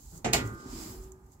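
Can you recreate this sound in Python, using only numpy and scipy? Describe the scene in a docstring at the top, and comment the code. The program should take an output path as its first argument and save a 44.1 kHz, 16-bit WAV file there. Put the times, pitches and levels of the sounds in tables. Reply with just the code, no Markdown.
"""A window frame knocks twice, dull and then sharp, as it is pushed into a wood-panelled wall.
Each impact excites damped normal modes: the panel booms and the metal frame rings on,
while the wall and the small bare room reverberate. A hand then rubs along the panel;
sliding friction makes a hiss, and the panel shudders and briefly sings.
A few small ticks of the settling frame sound over the quiet air of the room."""
import sys
import numpy as np
from scipy import signal
from scipy.fft import rfft, irfft
from scipy.io import wavfile

SR = 44100
rng = np.random.default_rng(int(sys.argv[2]) if len(sys.argv) > 2 else 0)


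def waveform_to_disk(signal):
    """Save audio, clipped to [-1, 1], as 16-bit WAV at the path in sys.argv[1]."""
    frames = np.transpose(np.atleast_2d(signal))
    scaled = np.clip(frames, -1, 1) * 32767
    samples = np.round(scaled).astype(np.int16)
    wavfile.write(sys.argv[1], SR, samples)


N = 61739
TIME = np.arange(N) / SR
HZ = np.fft.rfftfreq(N, 1 / SR)
PANEL_SPREAD_RAD, PANEL_PAN_DB = 0.18, -1

# Stereo balance of the impacts and of the quieter noises: (frequency [Hz], left minus right [dB])
IMPACT_PAN = [(60, 2.5), (120, 2.5), (260, -3), (450, -4.5), (700, -4), (2000, -5), (4500, 1), (6300, -2),
              (8000, -11), (12000, 11.5), (16000, -4.5)]
QUIET_PAN = [(60, -2), (250, 0), (1000, -3.5), (3000, -0.5), (5500, 1.5), (7500, -14), (10000, 8),
             (16000, 2.5)]


def amp(db):
    """Amplitude ratio of a level in decibels."""
    return 10 ** (np.asarray(db) / 20)


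def unit(x):
    """Normalisation to rms 1."""
    return x / np.sqrt(np.mean(x ** 2) + 1e-20)


def spectrum(points):
    """Interpolation of a table over logarithmic frequency."""
    hz, value = np.transpose(points)
    return np.interp(np.log(HZ + 1), np.log(hz + 1), value)


def contour(points):
    """Linear interpolation of a table over time."""
    return np.interp(TIME, *np.transpose(points))


def sides(pan_db):
    """Left and right gains for an interchannel level difference."""
    return amp(np.array([[.5], [-.5]]) * pan_db)


def wander(seconds):
    """Random fluctuation of rms 1: noise low-passed at 1 / seconds."""
    return unit(irfft(rfft(rng.standard_normal(N)) / (1 + (HZ * seconds) ** 2), N))


def add(mix, onset_s, sound):
    """Superposition of a delayed sound on the mix."""
    start = max(round(onset_s * SR), 0)
    mix[:, start:] += sound[:, :N - start]


def noise(colour_db, pan):
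    """Random-phase stereo noise of rms 1, coherent between channels only at long wavelengths."""
    # Interchannel coherence, before clipping to 1: (frequency [Hz], coherence [ratio])
    likeness = [(40, 1.4), (120, 1.1), (250, 0.8), (500, 0.37), (1000, 0.12), (2000, 0), (5000, 0),
                (16000, 0)]
    coherence = np.clip(spectrum(likeness), -1, 1)
    phasors = np.exp(2j * np.pi * rng.random((2, len(HZ))))
    mid, side = phasors[0] * np.sqrt(1 + coherence), phasors[1] * np.sqrt(1 - coherence)
    channels = np.array([mid + side, mid - side])
    return unit(irfft(channels * amp(colour_db) * sides(spectrum(pan)), N))


def room_ripple(depth_db=4, spacing_hz=44.87, corner_hz=1400):
    """Interference in the room leaves random treble peaks and dips, in dB for each channel."""
    bins = np.arange(len(HZ))
    peaks = [np.interp(HZ / spacing_hz, bins, rng.standard_normal(len(HZ))) for _ in range(2)]
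    return depth_db * HZ ** 2 / (HZ ** 2 + corner_hz ** 2) * np.array(peaks)


def ring(rise_s, t60):
    """Envelope of a damped resonance: build-up, then exponential decay by 60 dB in t60 seconds."""
    return (1 - np.exp(-TIME / rise_s)) * np.exp(-np.log(1000) * TIME / t60)


def modes(table, rise_s, spread_rad, pan_db):
    """Normal modes: damped sinusoids, each reaching the two channels in different phase."""
    out = np.zeros((2, N))
    for hz, db, t60 in table:
        phase = np.array([[1], [-1]]) * spread_rad * rng.uniform(.5, 1) * rng.choice([-1, 1])
        out += amp(db) * ring(rise_s, t60) * np.sin(2 * np.pi * hz * TIME + phase)
    return out * sides(pan_db)


def struck(table, hardness):
    """Modal excitation: the hardness of a blow sets each mode between its soft and hard level."""
    return [(hz, soft + hardness * (hard - soft), t60) for hz, soft, hard, t60 in table]


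def knocks():
    """Impulse response: each blow excites diffuse reverberation and the modes of panel and frame."""
    # Impacts: (time [s], reverberation level [dB], hardness [0-1], modal level [dB])
    blows = [(0.2449, -25.5, 0.17, -31.5), (.329, -26, 0.98, -44.5), (0.3326, -20.5, 0.94, -31)]
    # Spectra of a soft and of a hard blow: (frequency [Hz], level [dB])
    dull = [(30, -28), (60, -16), (130, -10), (240, -1), (400, -3), (490, -1), (600, -5), (700, 2.5),
            (850, -4), (1050, -19), (1500, -17), (2400, -12), (3400, -22), (5000, -23.5), (7200, -16.5),
            (9200, -37), (13000, -46), (16000, -57.5)]
    sharp = [(30, -24), (60, -3), (130, -7), (270, -11), (390, -0.5), (490, -3.5), (700, -4), (850, -4.5),
             (1150, -18), (1700, -13.5), (2000, -10), (2600, -5.5), (3500, -9), (5400, -6.5), (5950, -11.5),
             (6500, -7), (7400, -5.5), (8300, -12), (9200, -18.5), (11600, -16), (16000, -22)]
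    # Reverberant bands of wall and room: (frequency [Hz], build-up [s], t60 [s])
    wall_bands = [(49.9, 0.072, .9), (124, 0.0075, 0.89), (300, 0.002, 0.51), (649, 0.011, 0.19),
                  (1290, 0.0028, 0.44), (2410, 0.0014, 0.24), (4960, 0.0023, 0.19), (8000, 0.0025, 0.18),
                  (15000, .0015, 0.17)]
    # Modes of wood and metal: (frequency [Hz], soft-blow level [dB], hard-blow level [dB], t60 [s])
    panel_modes = [(55.4, -7, -5, 0.746), (110.4, -14.5, -12.5, 0.72), (125, 2.5, -17, 0.64),
                   (160.4, -6, -4, .3), (233.1, 6.5, -1, 0.23), (292.5, -4, -5.5, 0.24),
                   (368, 4, -12, 0.24), (383.7, -3, -5, .3), (405.3, -13.5, -2.5, .4),
                   (439, -3, -1.5, 0.48), (529, -7, -4, 0.2), (565.5, -15, -10.5, 0.6),
                   (680.8, 3.5, 6, 0.12), (690.7, 1.5, 4, 0.16), (727.8, 9, -5, 0.12),
                   (799.3, -4.5, -8, 0.22), (840, -10, -18, 0.24)]
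    frame_modes = [(1084, -28.5, -18.5, 1.3), (1211, -17.5, -13, 1.74), (1405, -21, -9, .82),
                   (1450, -21.5, -8.5, 0.59), (1545, -17, -14.5, 1.5), (1710, -10.5, -19, .28),
                   (1906, -19, -11, .22), (1955, -20, -4, 0.36), (2392, -13, 0.5, .25),
                   (2445, -11.5, -10.5, .22), (2840, -19.5, -4.5, 0.218), (3208, -22, -12, .21),
                   (4270, -22, 1.5, 0.196), (4740, -21.5, -5.5, 0.14), (6620, -20, -3.5, .15),
                   (7390, -17.5, 0, 0.19)]
    out, ripple_db = np.zeros((2, N)), room_ripple()
    centres_hz = [hz for hz, _, _ in wall_bands]
    for onset, db, hardness, modes_db in blows:
        colour_db = (1 - hardness) * spectrum(dull) + hardness * spectrum(sharp) + ripple_db
        blow = rfft(noise(colour_db, IMPACT_PAN))
        for (_, rise_s, t60), weights in zip(wall_bands, np.eye(len(wall_bands))):
            band = spectrum(list(zip(centres_hz, weights)))  # overlapping bands that sum to 1
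            add(out, onset, amp(db) * irfft(blow * band, N) * ring(rise_s, t60))
        wood = modes(struck(panel_modes, hardness), rise_s=0.0051,
                     spread_rad=PANEL_SPREAD_RAD, pan_db=PANEL_PAN_DB)
        metal = modes(struck(frame_modes, hardness), rise_s=0.0019, spread_rad=1.347, pan_db=-3.5)
        add(out, onset, amp(modes_db) * (wood + metal))
    return out


def cracks(half_width_octaves=0.58):
    """Contact transients: the frame meets the wall at several points within milliseconds."""
    # Contacts: (time [s], level [dB], centre frequency [Hz], time to peak [s])
    contacts = [(0.2446, -29, 600, 0.0014), (0.2448, -41, 4000, 0.00057), (0.2497, -39, 3200, 0.00063),
                (0.2524, -33, 3200, 0.00045), (0.2554, -29, 680, 0.0031), (0.3333, -20, 11000, 0.0004),
                (.334, -29, 720, 0.00078), (.3342, -13.5, 4900, 0.00044), (0.3377, -21, 5450, 0.00046),
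                (0.342, -30.5, 700, 0.0046)]
    out = np.zeros((2, N))
    for onset, db, hz, peak_s in contacts:
        colour_db = -6 * (np.log2((HZ + 1) / hz) / half_width_octaves) ** 2
        age = TIME / peak_s
        add(out, onset, amp(db) * noise(colour_db, IMPACT_PAN) * age * np.exp(1 - age))
    return out


def bumps():
    """Free vibration: each soft bump of the settling panel rings in one damped mode."""
    # Bumps: (time [s], level [dB], frequency [Hz], t60 [s])
    soft_impacts = [(0.127, -39, 168.4, .1), (.16, -39.5, 168, 0.12), (.392, -28.5, 255, 0.127),
                    (0.409, -37, 108, 0.38), (0.444, -28.5, 110.4, 0.33), (0.529, -42, 337, 0.2),
                    (.657, -27.5, 265, 0.044), (0.728, -27.5, 256.3, 0.064), (0.736, -44, 324.5, 0.47),
                    (.8, -45, 318, 0.44)]
    out = np.zeros((2, N))
    for onset, db, hz, t60 in soft_impacts:
        bump = modes([(hz, db, t60)], rise_s=0.0043, spread_rad=PANEL_SPREAD_RAD, pan_db=PANEL_PAN_DB)
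        add(out, onset, bump)
    return out


def rubbing(start_s=0.544, end_s=1.026, blend_s=0.098):
    """Sliding friction makes a grainy hiss: light brushing, and one firm stroke that brightens."""
    # Friction envelope: (time [s], level [dB])
    hiss_level = [(0, -57), (.11, -56), (.17, -51.5), (.235, -71), (.42, -70), (.465, -51), (.52, -62.5),
                  (.565, -63), (.605, -55.5), (.645, -56.5), (.73, -47), (.81, -44), (.91, -49), (1.0, -60),
                  (1.045, -58.5), (1.1, -73.5), (1.2, -80), (1.3, -73), (1.33, -62.5), (1.4, -81)]
    # Spectra of light and of firm rubbing: (frequency [Hz], level [dB])
    light_colour = [(880, -56.5), (1500, -25), (1900, -26), (3550, -15), (4830, -5.5), (5710, -8.5),
                    (6500, 0), (7690, -2), (9470, -14.5), (12000, -7.5), (16000, -10)]
    firm_colour = [(400, -25), (600, -11.5), (950, -3), (1300, -17), (2000, -7.5), (2800, -11),
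                   (4500, -7.5), (5000, 1), (5400, -5.5), (6000, -6.5), (7400, -1.5), (8200, -7.5),
                   (9300, -18.5), (10500, -11.5), (16000, -11)]
    ripple_db = room_ripple()
    stroke = noise(spectrum(firm_colour) + ripple_db, QUIET_PAN)
    treble_hz, rise_db_per_s, rise_centre_s = 9350, 38, .82
    treble = irfft(rfft(stroke) / (1 + (treble_hz / (HZ + 1)) ** 8), N)
    treble_gain = amp(rise_db_per_s * np.clip(TIME - rise_centre_s, -.15, .15))
    stroke = stroke + treble * (treble_gain - 1)
    brushing = noise(spectrum(light_colour) + ripple_db, QUIET_PAN)
    # Equal-power crossfade into the firm stroke and out again
    firmness = np.clip(.5 + np.minimum(TIME - start_s, end_s - TIME) / blend_s, 0, 1)
    hiss = np.sqrt(firmness) * stroke + np.sqrt(1 - firmness) * brushing
    grain_db = 0.85 * wander(seconds=0.00087)
    return hiss * amp(contour(hiss_level) + grain_db)


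def pushed_panel(sing_hz=375.5, waver_ratio=0.0083):
    """Forced vibration: under the hand the panel flexes, shudders and sings one wavering note."""
    # Envelopes of slow flexing, shudder and note: (time [s], level [dB])
    flex_level = [(0, -56), (.22, -53.5), (.37, -47.5), (.46, -55), (.55, -42), (.61, -73), (.7, -46),
                  (.85, -56), (.94, -43.5), (1.01, -48.5), (1.08, -46), (1.15, -60), (1.4, -61.5)]
    shudder_level = [(0, -65), (.11, -66), (.135, -52), (.19, -55.5), (.23, -58.5), (.4, -37.5),
                     (.55, -49.5), (.6, -53.5), (.7, -47), (.74, -48), (.84, -46), (.94, -49),
                     (1.08, -56.5), (1.2, -62), (1.4, -65.5)]
    sing_level = [(0, -88.5), (.5, -68.5), (.66, -50.5), (.8, -60), (.92, -51.5), (1.02, -48.5),
                  (1.14, -51), (1.21, -62), (1.4, -73)]
    # Spectra of flexing and shudder: (frequency [Hz], level [dB])
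    flex_colour = [(15, -44), (27, -26), (40, 0.5), (58, -3.5), (80, -13), (120, -23), (250, -49)]
    shudder_colour = [(50, -43), (90, -4), (130, 3), (165, -8.5), (230, 0.5), (320, -4), (410, -5.5),
                      (520, -15), (800, -15.5), (1300, -17.5), (3000, -45)]
    flex = amp(contour(flex_level)) * noise(spectrum(flex_colour), QUIET_PAN)
    shudder = amp(contour(shudder_level)) * noise(spectrum(shudder_colour), QUIET_PAN)
    cycles = np.cumsum(sing_hz * (1 + waver_ratio * wander(seconds=0.036))) / SR
    note = amp(contour(sing_level)) * np.sin(2 * np.pi * cycles)
    return flex + shudder + note


def ticks(decay_s=0.0023, tail_s=.02, tail_db=-13.5):
    """The settling frame emits bright transients, each with a short reverberant tail."""
    # Ticks: (time [s], level [dB])
    events = [(0.177, -45), (.475, -46), (1.037, -51), (1.1195, -48), (1.264, -62.5), (1.32, -60)]
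    # Spectrum of a tick: (frequency [Hz], level [dB])
    tick_colour = [(1000, -45), (4600, -30), (6000, -4), (7000, 0), (8000, -4.5), (9300, -17), (12000, -9),
                   (16000, -20.5)]
    envelope = np.exp(-TIME / decay_s) + amp(tail_db) * np.exp(-TIME / tail_s)
    out = np.zeros((2, N))
    for onset, db in events:
        add(out, onset, amp(db) * noise(spectrum(tick_colour), QUIET_PAN) * envelope)
    return out


def room_air(level_db=-57):
    """Stationary background noise of the room, strongest in the bass."""
    # Ambient spectrum: (frequency [Hz], level [dB])
    air_colour = [(15, -40.5), (30, -14.5), (60, 2), (110, -4.5), (170, -12), (260, -17.5), (400, -27),
                  (560, -37), (720, -29.5), (810, -15.5), (900, -19.5), (1200, -32.5), (2000, -36.5),
                  (3500, -51), (5500, -43.5), (7300, -39.5), (9300, -48.5), (12000, -40), (16000, -49)]
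    return amp(level_db) * noise(spectrum(air_colour), QUIET_PAN)


def scene():
    """Linear superposition of all sources."""
    return knocks() + cracks() + bumps() + rubbing() + pushed_panel() + ticks() + room_air()


def record(dry, cutoff_hz=15850):
    """Band limiting by a linear-phase low-pass filter."""
    lowpass = signal.firwin(255, cutoff_hz, window=("kaiser", 9), fs=SR)
    return signal.oaconvolve(dry, lowpass[None], "same")


dry = scene()
out = record(dry)
waveform_to_disk(out)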